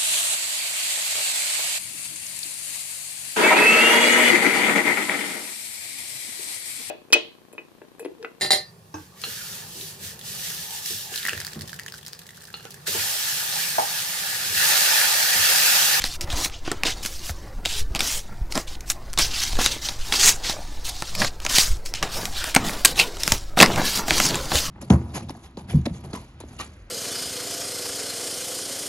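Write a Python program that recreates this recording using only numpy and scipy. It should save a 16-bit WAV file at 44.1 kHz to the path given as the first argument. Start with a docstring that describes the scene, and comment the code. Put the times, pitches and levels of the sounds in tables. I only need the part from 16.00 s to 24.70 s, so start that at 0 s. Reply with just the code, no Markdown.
"""Paper banknotes are pulled from a fan, turned, laid on a pile and squared up on a table, close-miked in mono.
Sliding sheets are grainy noise under a moving hump; bent sheets rustle lower; snaps are ringing noise bursts over thuds.
Dragged edges scrape in one band, hands bump the table as decaying sines, and slow noise puffs at the microphone.
A quiet room hums behind as shaped noise; the loudest snaps overload the recorder."""
import sys
import numpy as np
from scipy import signal
from scipy.fft import rfft, irfft, next_fast_len
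from scipy.io import wavfile
from scipy.ndimage import uniform_filter1d, map_coordinates

SR = 44100
rng = np.random.default_rng(int(sys.argv[2]) if len(sys.argv) > 2 else 0)


def unload_audio(sound):
    """Save the sound as a 16-bit wav file, at the path given as the first command line argument."""
    columns = np.transpose(np.atleast_2d(sound))
    # keep every value between -1 and 1, then stretch to whole-number steps
    steps = np.round(np.clip(columns, -1, 1) * 32767)
    wavfile.write(sys.argv[1], SR, steps.astype(np.int16))


N = 383663

# sheets drawn over each other: start t/s, length t/s, first level/dB, last level/dB, tail t/s per 20 dB,
# mid-stroke hump f/Hz, mid-stroke treble lift level/dB (from about 9 kHz up)
SLIDE_STROKES = [(0, 0.045, -33.5, -32.5, 0.0626, 3600, -2), (.05, 0.112, -30, -39, 0.012, 4500, 4),
                 (.222, 0.0153, -36, -38, 0.02, 4800, 4), (0.276, 0.012, -44.5, -46, 0.22, 4000, -2),
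                 (0.305, 0.043, -36.5, -31, 0.0551, 3800, -1.5), (0.359, 0.09, -30, -24, 0.04, 4950, 5.5),
                 (0.519, 0.0277, -46, -38.5, 0.08, 3200, -18.5),
                 (.652, 0.0287, -38.5, -34.5, 0.14, 3000, -17.5),
                 (0.854, 0.0537, -24.5, -23, 0.03, 3710, -7), (1.031, 0.0215, -35, -35, 0.2735, 5300, 9),
                 (1.192, 0.1133, -46, -33, 0.0274, 4400, 8), (1.656, 0.1403, -31, -26, 0.0384, 4200, 1.5),
                 (1.962, 0.00089, -24, -25, 0.0237, 3400, -7), (2.012, 0.15, -28, -26.5, 0.062, 5800, 5),
                 (2.508, .018, -42, -35, 0.012, 4800, 5), (2.55, 0.055, -34, -32, 0.04, 5000, 3),
                 (2.676, 0.065, -40, -43, 0.04, 4300, 2), (2.862, 0.03, -50, -42, 0.1, 5000, 11),
                 (2.903, .016, -26, -32, .008, 7000, 8), (3.187, 0.0526, -20.5, -21, 0.0778, 4200, 1),
                 (3.31, 0.119, -27.5, -24.5, 0.1942, 4320, -1.5),
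                 (3.59, 0.0605, -25.5, -19.5, 0.0326, 4690, 1.5),
                 (3.668, 0.017, -23.5, -25, 0.0922, 4500, -0.5),
                 (3.715, 0.0143, -26, -28, 0.092, 3800, 1.5), (3.821, 0.0362, -32, -27, 0.1217, 4630, -0.5),
                 (3.99, 0.133, -39, -36, 0.1651, 4340, 2), (4.132, 0.0014, -19.5, -20.5, 0.16, 4720, 1.5),
                 (4.195, 0.0976, -20, -12.5, 0.05, 6240, 2.5),
                 (4.437, 0.0689, -29.5, -25.5, 0.065, 4530, -3),
                 (4.848, 0.051, -31, -30, 0.0029, 4400, 6.5), (5.18, 0.045, -33, -23, 0.0424, 4790, 2),
                 (5.235, 0.0436, -28, -30, 0.0223, 4980, -5), (5.422, 0.03, -40, -38, 0.2, 4600, 1),
                 (5.488, .054, -32, -20, 0.0449, 4600, 3.5), (5.556, 0.0519, -15.5, -16, 0.1, 5300, 4.5),
                 (5.86, 0.0264, -34.5, -39, 0.035, 5500, 6), (5.951, 0.00052, -24.5, -25, 0.08, 3120, -10),
                 (6.037, 0.0002, -30, -30, 0.073, 2900, -4), (6.09, 0.0773, -42.5, -32, 0.29, 4520, 7.5),
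                 (6.327, 0.051, -38, -28, 0.31, 3900, 0.5), (6.438, 0.065, -34, -34, 0.0337, 2200, 7.5),
                 (6.562, 0, -36.5, -36.5, 0.16, 2700, -7.5), (6.646, 0.054, -35, -33, 0.0533, 4120, 10),
                 (6.733, 0.024, -35.5, -36.5, 0.23, 4100, 8.5), (6.858, 0.0572, -30.5, -28, 0.022, 3600, 7),
                 (6.962, 0.0384, -32, -19, 0.075, 4000, 4), (7.202, 0.1398, -37, -29, 0.06, 4945, 8),
                 (7.577, 0.033, -24, -20, 0.0433, 3600, 2.5), (7.671, .17, -32, -31, 0.11, 3410, 1.5),
                 (7.85, 0.0857, -26.5, -29, 0.12, 4030, 7), (7.955, 0.035, -24, -27, 0.045, 5000, 8),
                 (8.058, 0.0307, -39, -28, 0.02, 5000, 8.5), (8.099, 0.1677, -24.5, -22, 0.05, 4900, 3.5),
                 (8.287, 0.199, -28.5, -36, 0.25, 4370, 3), (8.507, 0.0644, -30, -22, .05, 4310, 5),
                 (8.585, 0.0594, -23.5, -28.5, 0.11, 4650, 6.5)]
STROKE_ONSET_S = 0.0101  # per 20 dB
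# the free length of paper shortens during a stroke
GLIDE_OCTAVES_PER_S, BRIGHTENS_DB_PER_S = 2.47, 29
# the notes are never quite still in the hands: t/s, hiss level/dB, bending level/dB
HAND_FIDGET = [(0, -60.5, -50.5), (.78, -53.5, -50), (.97, -43.5, -46), (1.33, -49, -47),
               (1.63, -60, -47.5), (2.22, -49, -47), (2.48, -62.5, -47), (3.15, -53, -46.5),
               (3.7, -45.5, -44.5), (4.4, -44.5, -45.5), (4.82, -45.5, -46.5), (4.92, -37.5, -45.5),
               (5.2, -37, -48.5), (5.39, -55.5, -52), (5.93, -59.5, -47), (6.6, -46.5, -42),
               (7.1, -42.5, -40.5), (7.4, -42, -44), (7.55, -57.5, -52), (7.9, -45, -37.5),
               (8.7, -40, -42.5)]
FIDGET_HUMP_HZ = 4420
LIGHT_TOUCH_CUT_DB = 2.5  # taken from the broad part of the fidget hiss, below its hump
# sheets bent or dragged on the table: peak t/s, peak level/dB, rise t/s per 20 dB, tail t/s per 20 dB
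SHEET_BENDS = [(.392, -34, 0.3758, 0.19), (.722, -36, .08, .19), (.853, -30.5, 0.045, 0.1046),
               (1.961, -31, 0.04, 0.047), (2.021, -31.5, 0.06, 0.1123), (2.571, -22.5, .025, 0.05),
               (3.19, -34.5, 0.0052, 0.18), (3.596, -29.5, 0.0741, 0.1652), (4.134, -33.5, 0.09, 0.37),
               (4.256, -32.5, .15, 0.2172), (4.503, -35, 0.15, 0.21), (5.225, -26, 0.07, 0.08),
               (5.58, -36, 0.34, 0.24), (6.039, -28, 0.0333, 0.0964), (6.188, -31, 0.14, 0.1839),
               (6.571, -27.5, 0.01, 0.17), (6.66, -31, 0.0867, 0.28), (6.859, -32, 0.0455, 0.13),
               (7.004, -26.5, 0.05, 0.1071), (7.329, -26, 0.04, 0.04), (7.576, -20, 0.005, 0.19),
               (7.628, -12.5, 0.035, 0.0808), (7.7, -23.5, 0.0222, 0.04), (7.785, -21, 0.12, 0.1378),
               (7.99, -32, 0.17, 0.15), (8.12, -27, 0.0767, 0.37), (8.268, -24, 0.0441, .02),
               (8.336, -28, .2, 0.23), (8.539, -27, 0.07, 0.16)]
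# puffs of air at the microphone: peak t/s, peak level/dB
AIR_PUFFS = [(.33, -25), (1.82, -21.5), (2.42, -25), (3.23, -22.5), (3.56, -19), (3.99, -25), (4.25, -26),
             (5.72, -20), (7.34, -24.5), (8.15, -22), (8.7, -25.5)]
PUFF_RISE_S, PUFF_TAIL_S = 0.134, 0.154  # per 20 dB
DRAUGHT_DB = -32  # slow air between the puffs
# creases snapping and edges slapping: t/s, snap peak level/dB, ring f/Hz, 60 dB decay t/s, thud level/dB
CREASE_SNAPS = [(0.0198, -13, 4420, 0.0086, -30), (0.0402, -8, 4270, 0.0137, -23),
                (0.2097, -14.5, 5630, 0.0143, -52.5), (0.2143, -16.5, 5700, 0.018, -45.5),
                (0.3018, -19, 3450, 0.0325, -37.5), (0.3273, -16.5, 6560, 0.0103, -23.5),
                (0.4591, -16.5, 2460, 0.015, -25.5), (0.4983, -26.5, 3500, .008, -44),
                (0.677, -23.0, 1500, 0.0126, -23), (0.7157, -10.5, 1710, 0.017, -19),
                (0.8346, -5.5, 2720, 0.0116, -17), (0.8694, -11.5, 3580, 0.036, -33),
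                (1.0507, -17, 3000, 0.0107, -28.0), (1.0606, -11.5, 5000, 0.0156, -43),
                (1.294, -20.5, 1600, 0.0163, -24.5), (1.6525, -13, 2440, 0.0122, -40),
                (1.658, -4.5, 3570, 0.0106, -20), (1.9498, -9.5, 2597, 0.00594, -21.5),
                (1.9573, -15.5, 4580, 0.024, -29), (1.992, -13, 5000, 0.045, -31.5),
                (2.006, -3.0, 2520, 0.0106, -25), (2.5231, -16, 4300, 0.012, -44),
                (2.539, -22, 6000, .006, -50), (2.5539, -13, 5370, 0.0295, -24),
                (2.5766, -3, 1462, 0.0044, -13.5), (2.753, -24, 3800, .01, -50),
                (2.807, -23.5, 6600, 0.018, -53), (2.9005, -5, 7000, 0.03, -33),
                (3.1317, -13.5, 5020, 0.0037, -47), (3.1375, -12.5, 4370, 0.0032, -45.5),
                (3.1757, -10.5, 3800, 0.0225, -21.5), (3.1887, -1.5, 7200, 0.004, -19.5),
                (3.193, -9.5, 3520, 0.052, -24), (3.4366, -7, 5800, 0.0092, -50),
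                (3.5303, -20, 4200, 0.0093, -29.5), (3.554, -21, 3970, 0.0078, -31),
                (3.569, -20.5, 4390, 0.0078, -30), (3.5883, -25.5, 1500, 0.0156, -14.5),
                (3.6614, -1.5, 3780, 0.0145, -17.5), (3.8875, -10.5, 5470, 0.0136, -30.5),
                (3.8929, -12.5, 4800, 0.0045, -35), (4.1234, -8, 3600, 0.0287, -24),
                (4.139, -8, 2700, 0.01, -24.5), (4.158, -13.5, 5100, 0.023, -34.5),
                (4.4965, -13, 3900, 0.0166, -21.5), (5.0226, -12, 3880, 0.0055, -19),
                (5.1510, -14, 4860, 0.021, -39.5), (5.218, -8, 1700, .045, -19),
                (5.2457, -12, 1506, 0.031, -19.5), (5.4016, -23, 3420, 0.012, -46.5),
                (5.45, -13, 5830, 0.0139, -23), (5.4643, -8, 2650, 0.0102, -20.5),
                (5.561, -12, 3120, 0.04, -33), (5.5836, 4, 4310, 0.0116, -16.5),
                (5.939, -8, 5120, 0.0056, -33.5), (6.0267, -9.5, 1520, 0.0377, -18.5),
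                (6.2546, -8.5, 3900, 0.0145, -38.5), (6.4417, -10.5, 3800, 0.0073, -26.5),
                (6.544, -15, 2200, 0.0314, -40), (6.5495, 0.0, 8800, 0.0091, -18.5),
                (6.5625, 2, 2070, 0.0197, -5), (6.6948, -15.5, 2050, 0.0131, -21),
                (6.8488, 6.5, 8880, 0.0185, -20), (6.8527, 2, 8100, 0.018, -17.5),
                (6.8562, 7, 4560, 0.0113, -18.5), (6.9925, -3, 4500, 0.012, -17),
                (6.997, 0, 2780, 0.03, -24), (7.1697, -23.5, 3100, 0.0065, -32.5),
                (7.234, -5.5, 3780, 0.0126, -34.5), (7.278, 2, 4814, 0.00526, -14.5),
                (7.3203, 1.5, 6250, 0.0134, -15.5), (7.572, -16, 1590, 0.0207, -16.5),
                (7.59, -0.5, 3720, 0.0049, -19), (7.6018, 10.5, 2620, 0.029, -3),
                (7.612, 5, 1800, 0.0085, -3.5), (7.6214, 3.5, 3820, 0.0596, -3.5),
                (7.6275, 14.5, 1880, 0.0116, 2.5), (7.661, -7, 5260, 0.0117, -16),
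                (7.7001, -25, 1500, 0.014, -17.5), (7.7601, -12, 2720, 0.0074, -27.5),
                (7.8167, -11, 3000, 0.0048, -17), (7.907, -13.5, 3300, .005, -34),
                (7.974, -10, 7500, 0.005, -40), (7.9927, -26.5, 1500, 0.0106, -16.5),
                (8.0823, -13.5, 2090, 0.014, -19.5), (8.1077, 2.5, 1843, 0.0044, -11.5),
                (8.1812, -4, 4760, 0.0074, -34.5), (8.201, -1.5, 2500, 0.0095, -15),
                (8.2882, -16, 6270, 0.0124, -29.5), (8.3443, -13, 2680, 0.0116, -20.5),
                (8.356, -8, 8000, 0.0061, -21.5), (8.5174, -12.5, 4050, 0.027, -17.5),
                (8.5549, -9, 3950, 0.0103, -23)]
# soft bumps and knocks through table and air: t/s, envelope peak level/dB, pitch f/Hz, 60 dB decay t/s
TABLE_BUMPS = [(.241, -21, 75, .06), (0.332, -23, 60, 0.099), (0.678, -22.5, 335, 0.051),
               (.715, -18, 397, 0.0292), (1.301, -22.5, 77.2, 0.158), (1.559, -21, 27.8, 0.153),
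               (1.91, -16.5, 45, 0.077), (2.414, -14, 40, 0.06), (5.705, -14, 48.4, 0.192),
               (6.563, -12.5, 274.2, 0.0794), (7.323, -16.5, 93.8, 0.068), (8.55, -20, 69.9, 0.17)]
# a dragged edge rings in one band: start t/s, length t/s, peak level/dB, band f/Hz
EDGE_SCRAPES = [(3.215, .045, -24, 5500), (5.145, .135, -32, 4900), (6.345, .065, -33, 4000),
                (6.35, .17, -34, 1600), (6.968, .078, -19, 2720), (6.985, .04, -21, 4300),
                (7.855, .065, -30, 4400), (8.555, .035, -25, 4000)]
SCRAPE_HALF_WIDTH_OCTAVES = .24  # where the band's power is down by about 8.7 dB

# relative spectrum of paper rubbing on paper: f/Hz, level/dB
RUB_SPECTRUM = [(410, -34), (700, -10), (1180, -6.5), (2990, -0.5), (4260, -2.5), (6830, -2), (16000, -18)]
# relative spectrum of a bending sheet: f/Hz, level/dB
BEND_SPECTRUM = [(60, -18), (110, -4.5), (300, -6), (420, -7.5), (800, -9), (1300, -14), (2000, -17),
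                 (4000, -38)]
# relative spectrum of moving air: f/Hz, level/dB
AIR_SPECTRUM = [(2.4, -25.5), (4.0, 11), (16, 1), (130, -20), (170, -32), (290, -120)]
# relative spectrum of the room: f/Hz, level/dB
ROOM_SPECTRUM = [(24, -15), (40, 19.5), (69, 12.5), (189, -27), (337, 0.5), (433, -23.5), (733, -28),
                 (1180, -30), (3060, -46.5), (3650, -28), (5870, -45), (8770, -30), (16000, -103)]
# relative spectrum of a snap before its ring: f/Hz, level/dB
SNAP_SPECTRUM = [(350, -50.5), (600, -19.5), (2400, -1), (2720, -5), (3890, -5.5), (8270, -7),
                 (13200, -14.5), (16000, -24)]
# relative spectrum of a slap on the pile: f/Hz, level/dB
THUD_SPECTRUM = [(47, -30.5), (80, -5.5), (214, 3.5), (387, -5), (800, 1), (1250, -3.5), (2000, -9),
                 (2600, -38), (4400, -120)]
# a narrow band in the room's hum: centre f/Hz, distance to its -25 dB points f/Hz, level/dB
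ROOM_HUM = (341, 93, -59.5)
ROOM_DB = -45
RECORDER_TOP_HZ = 15800


def amp(db):
    """Decibels to gain."""
    return 10 ** (np.asarray(db) / 20)


def unit(x):
    """Bring a signal to rms 1 along the last axis."""
    return x / np.sqrt(np.mean(x ** 2, axis=-1, keepdims=True) + 1e-20)


def along(points, hz):
    """Read a spectrum's dB between its points on a log frequency axis."""
    f, level_db = np.transpose(points)
    return np.interp(np.log(hz + 1), np.log(f + 1), level_db)


def curves(rows, t):
    """Read each column after the time at times t."""
    s, *columns = np.transpose(rows)
    return [np.interp(t, s, column) for column in columns]


def coloured(x, spectrum):
    """Filter x through a spectrum table and bring it to rms 1."""
    m = next_fast_len(x.shape[-1] + 8192)
    gain = amp(along(spectrum, np.fft.rfftfreq(m, 1 / SR)))
    return unit(irfft(rfft(x, m) * gain, m)[..., :x.shape[-1]])


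def wobble(rate):
    """A smooth random curve with rate knots a second."""
    knots = rng.standard_normal(int(N * rate / SR) + 4)
    return map_coordinates(knots, [np.arange(N) * rate / SR])


def smoothed_noise(shape, bins, frames):
    """Random patches across frequency and time, with standard deviation 1."""
    patches = uniform_filter1d(rng.standard_normal(shape), size=bins, axis=0)
    patches = uniform_filter1d(patches, size=frames, axis=1)
    return patches / patches.std()


def swells(t, peak_s, peak_db, rise_s, tail_s):
    """Power of each event over time: it climbs and dies by 20 dB in the given times."""
    late = t - np.asarray(peak_s)[:, None]
    rising = -late / np.reshape(rise_s, (-1, 1))
    falling = late / np.reshape(tail_s, (-1, 1))
    spans = np.where(late < 0, rising, falling)
    return amp(2 * (np.asarray(peak_db)[:, None] - 20 * np.minimum(spans, 10)))


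def envelope(power, t):
    """Gain per sample from power at times t."""
    return np.interp(np.arange(N) / SR, t, np.sqrt(power))


def fibres(rate, spread_db, share, life):
    """Friction: noise roughened by tiny catches of uneven size, rising and fading over about life seconds."""
    size = np.minimum(rng.exponential(size=N), 2)
    catches = (rng.random(N) < rate / SR) * amp(spread_db * size)
    bursts = signal.filtfilt([1], [1, -np.exp(-1 / (abs(life) * SR))], catches)
    share = np.clip(share, 0, 1)
    smooth = np.sqrt(1 - share) * rng.standard_normal(N)
    rough = np.sqrt(share) * unit(bursts * rng.standard_normal(N))
    return unit(smooth + rough)


def banded(x, depth_db):
    """A held sheet has many narrow resonances, heard as bands that keep shifting."""
    z = signal.stft(x, nperseg=1024)[2]
    gain = amp(depth_db * smoothed_noise(z.shape, bins=3, frames=9))
    return unit(signal.istft(z * gain, nperseg=1024)[1][:N])


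def strokes(t):
    """Level, hump, treble lift and light-touch share of the hiss; the louder of overlapping strokes leads."""
    start_s, length_s, first_db, last_db, tail_s, hump_hz, lift_db = np.transpose(SLIDE_STROKES)[..., None]
    into = np.clip(t - start_s, 0, length_s)
    before = np.maximum(start_s - t, 0) / STROKE_ONSET_S
    after = np.maximum(t - start_s - length_s, 0) / tail_s
    level_db = first_db + (last_db - first_db) * into / np.maximum(length_s, 1 / SR)
    level_db = level_db - 20 * np.minimum(before + after, 10)
    power = amp(2 * level_db)
    fidget = amp(2 * curves(HAND_FIDGET, t)[0])
    total = power.sum(axis=0) + fidget
    # each stroke pulls hump and treble in proportion to its power
    past_middle = into - length_s / 2
    hump = power * hump_hz * 2 ** (GLIDE_OCTAVES_PER_S * past_middle)
    hump = (hump.sum(axis=0) + fidget * FIDGET_HUMP_HZ) / total
    lift = power * (lift_db + BRIGHTENS_DB_PER_S * past_middle)
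    return 10 * np.log10(total), hump, lift.sum(axis=0) / total, fidget / total


def slide():
    """Sheets rubbing: a hiss whose broad hump moves with the free length of paper, with its own top end."""
    friction = fibres(rate=600, spread_db=6, share=0.253, life=0.00082)
    rub = amp(1.58 * wobble(50)) * banded(friction, depth_db=2.0)
    hz, t, z = signal.stft(coloured(rub, RUB_SPECTRUM), SR, nperseg=256)
    hiss_db, hump_hz, lift_db, light = strokes(t)
    octaves = np.log2((hz[:, None] + 1) / hump_hz)
    # a light touch sounds thinner below its hump
    broad = 0.7106 * amp(-LIGHT_TOUCH_CUT_DB * light * (octaves < -0.3))
    hump = broad + 0.639 * np.exp(-(octaves / 0.5) ** 2)
    top = 1 / (1 + (9000 / (hz[:, None] + 1)) ** 8)
    level_db = hiss_db + lift_db * top
    patchy_db = 1.955 * smoothed_noise(z.shape, bins=5, frames=6)
    return signal.istft(z * hump * amp(level_db + patchy_db), SR, nperseg=256)[1][:N]


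def flap():
    """Bending sheets give a lower, lumpier rustle, with slower and longer catches."""
    t = np.arange(0, N, 64) / SR
    power = swells(t, *np.transpose(SHEET_BENDS)).sum(axis=0) + amp(2 * curves(HAND_FIDGET, t)[1])
    friction = fibres(rate=160, spread_db=6.5, share=0.348, life=0.0037)
    rub = banded(friction, depth_db=3.5)
    return envelope(power, t) * amp(1.59 * wobble(25)) * coloured(rub, BEND_SPECTRUM)


def air():
    """Waved paper pushes slow puffs of air at the microphone: low noise that swells over a faint draught."""
    t = np.arange(0, N, 64) / SR
    puffs = swells(t, *np.transpose(AIR_PUFFS), PUFF_RISE_S, PUFF_TAIL_S).sum(axis=0)
    power = puffs + amp(2 * DRAUGHT_DB)
    return envelope(power, t) * coloured(rng.standard_normal(N), AIR_SPECTRUM)


def room():
    """Indoor hum and hiss: shaped noise of gently wavering level, plus one steady narrow band."""
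    hz, width_hz, db = ROOM_HUM
    band = coloured(rng.standard_normal(N), [(hz - width_hz, -25), (hz, 0), (hz + width_hz, -25)])
    bed = coloured(rng.standard_normal(N), ROOM_SPECTRUM)
    return amp(ROOM_DB + 1.56 * wobble(2.534)) * bed + amp(db) * band


def snaps():
    """Each snap is a sharp burst that rings the sheet near one pitch, with a duller thud under it."""
    out, t = np.zeros(N + 8192), np.arange(4096) / SR
    hz = np.fft.rfftfreq(len(t), 1 / SR)
    for s, db, ring_hz, t60, thud_db in CREASE_SNAPS:
        noise = rng.standard_normal((2, len(t)))
        width_hz = 0.108 * ring_hz
        resonance = width_hz * hz / np.hypot(ring_hz ** 2 - hz ** 2, width_hz * hz)
        # the longer a sheet rings, the purer its pitch
        ring = 0.417 * min(1, 0.0494 / t60) + 1.33 * resonance
        # a broad fold rings low and has little treble
        ring = ring * (0.5 + 1 / np.hypot(1, (hz / (3.38 * ring_hz)) ** 3))
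        # every crease has its own uneven colour
        uneven_db = 3 * np.interp(hz, np.linspace(0, SR / 2, num=24), rng.standard_normal(24))
        burst = unit(irfft(rfft(noise[0]) * amp(along(SNAP_SPECTRUM, hz) + uneven_db) * ring))
        dull = unit(irfft(rfft(noise[1]) * amp(along(THUD_SPECTRUM, hz))))
        snap = amp(-60 * t / max(t60, .003)) * burst
        # the thud starts softer and dies later than the snap
        thud = amp(-60 * t / (t60 + 0.0189)) * (1 - np.exp(-t / 0.00069)) * dull
        out[round(s * SR):][:len(t)] += amp(db) * snap / np.abs(snap).max() + amp(thud_db) * thud
    return out[:N]


def walls(x):
    """A short, soft answer from table and walls: x convolved with decaying noise."""
    t = np.arange(SR // 4) / SR
    tail = rng.standard_normal(len(t)) * amp(-60 * t / .12) * (t > .002)
    return signal.fftconvolve(x, tail / np.linalg.norm(tail))[:N]


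def bumps():
    """Each bump is a softly started, decaying low sine."""
    out, t = np.zeros(N + SR), np.arange(SR // 2) / SR
    for s, db, hz, t60 in TABLE_BUMPS:
        swell = (1 - np.exp(-t * hz / 0.16)) * amp(-60 * t / t60)
        tone = np.sin(2 * np.pi * hz * t)
        out[round(s * SR):][:len(t)] += amp(db) * swell / swell.max() * tone
    return out[:N]


def scrapes():
    """Coarse friction heard through one resonance of the note; each scrape arches up and stops."""
    rub = fibres(rate=400, spread_db=5, share=.6, life=.0015)
    hz, t, z = signal.stft(rub, SR, nperseg=256)
    start_s, length_s, db, band_hz = np.transpose(EDGE_SCRAPES)[..., None]
    arch = np.sin(np.pi * np.clip((t - start_s) / length_s, 0, 1)) ** 2
    power = amp(2 * db) * arch
    bands = np.exp(-2 * (np.log2((hz + 1) / band_hz) / SCRAPE_HALF_WIDTH_OCTAVES) ** 2)
    bands = bands / bands.mean(axis=1, keepdims=True)
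    return signal.istft(z * np.sqrt(bands.T @ power), SR, nperseg=256)[1][:N]


def scene():
    """One microphone feeds both channels; only the snaps and their thuds get the wall answer."""
    hits = snaps()
    paper = slide() + scrapes() + flap() + hits
    mono = paper + amp(-13.5) * walls(hits) + air() + bumps() + room()
    return np.array([mono, mono])


def record(dry):
    """The recorder clips at full scale, then keeps nothing above its band limit."""
    m = next_fast_len(N + 8192)
    clipped = np.clip(dry, -1, 1)
    passed = np.fft.rfftfreq(m, 1 / SR) < RECORDER_TOP_HZ
    return irfft(rfft(clipped, m) * passed, m)[:, :N]


dry = scene()
out = record(dry)
unload_audio(out)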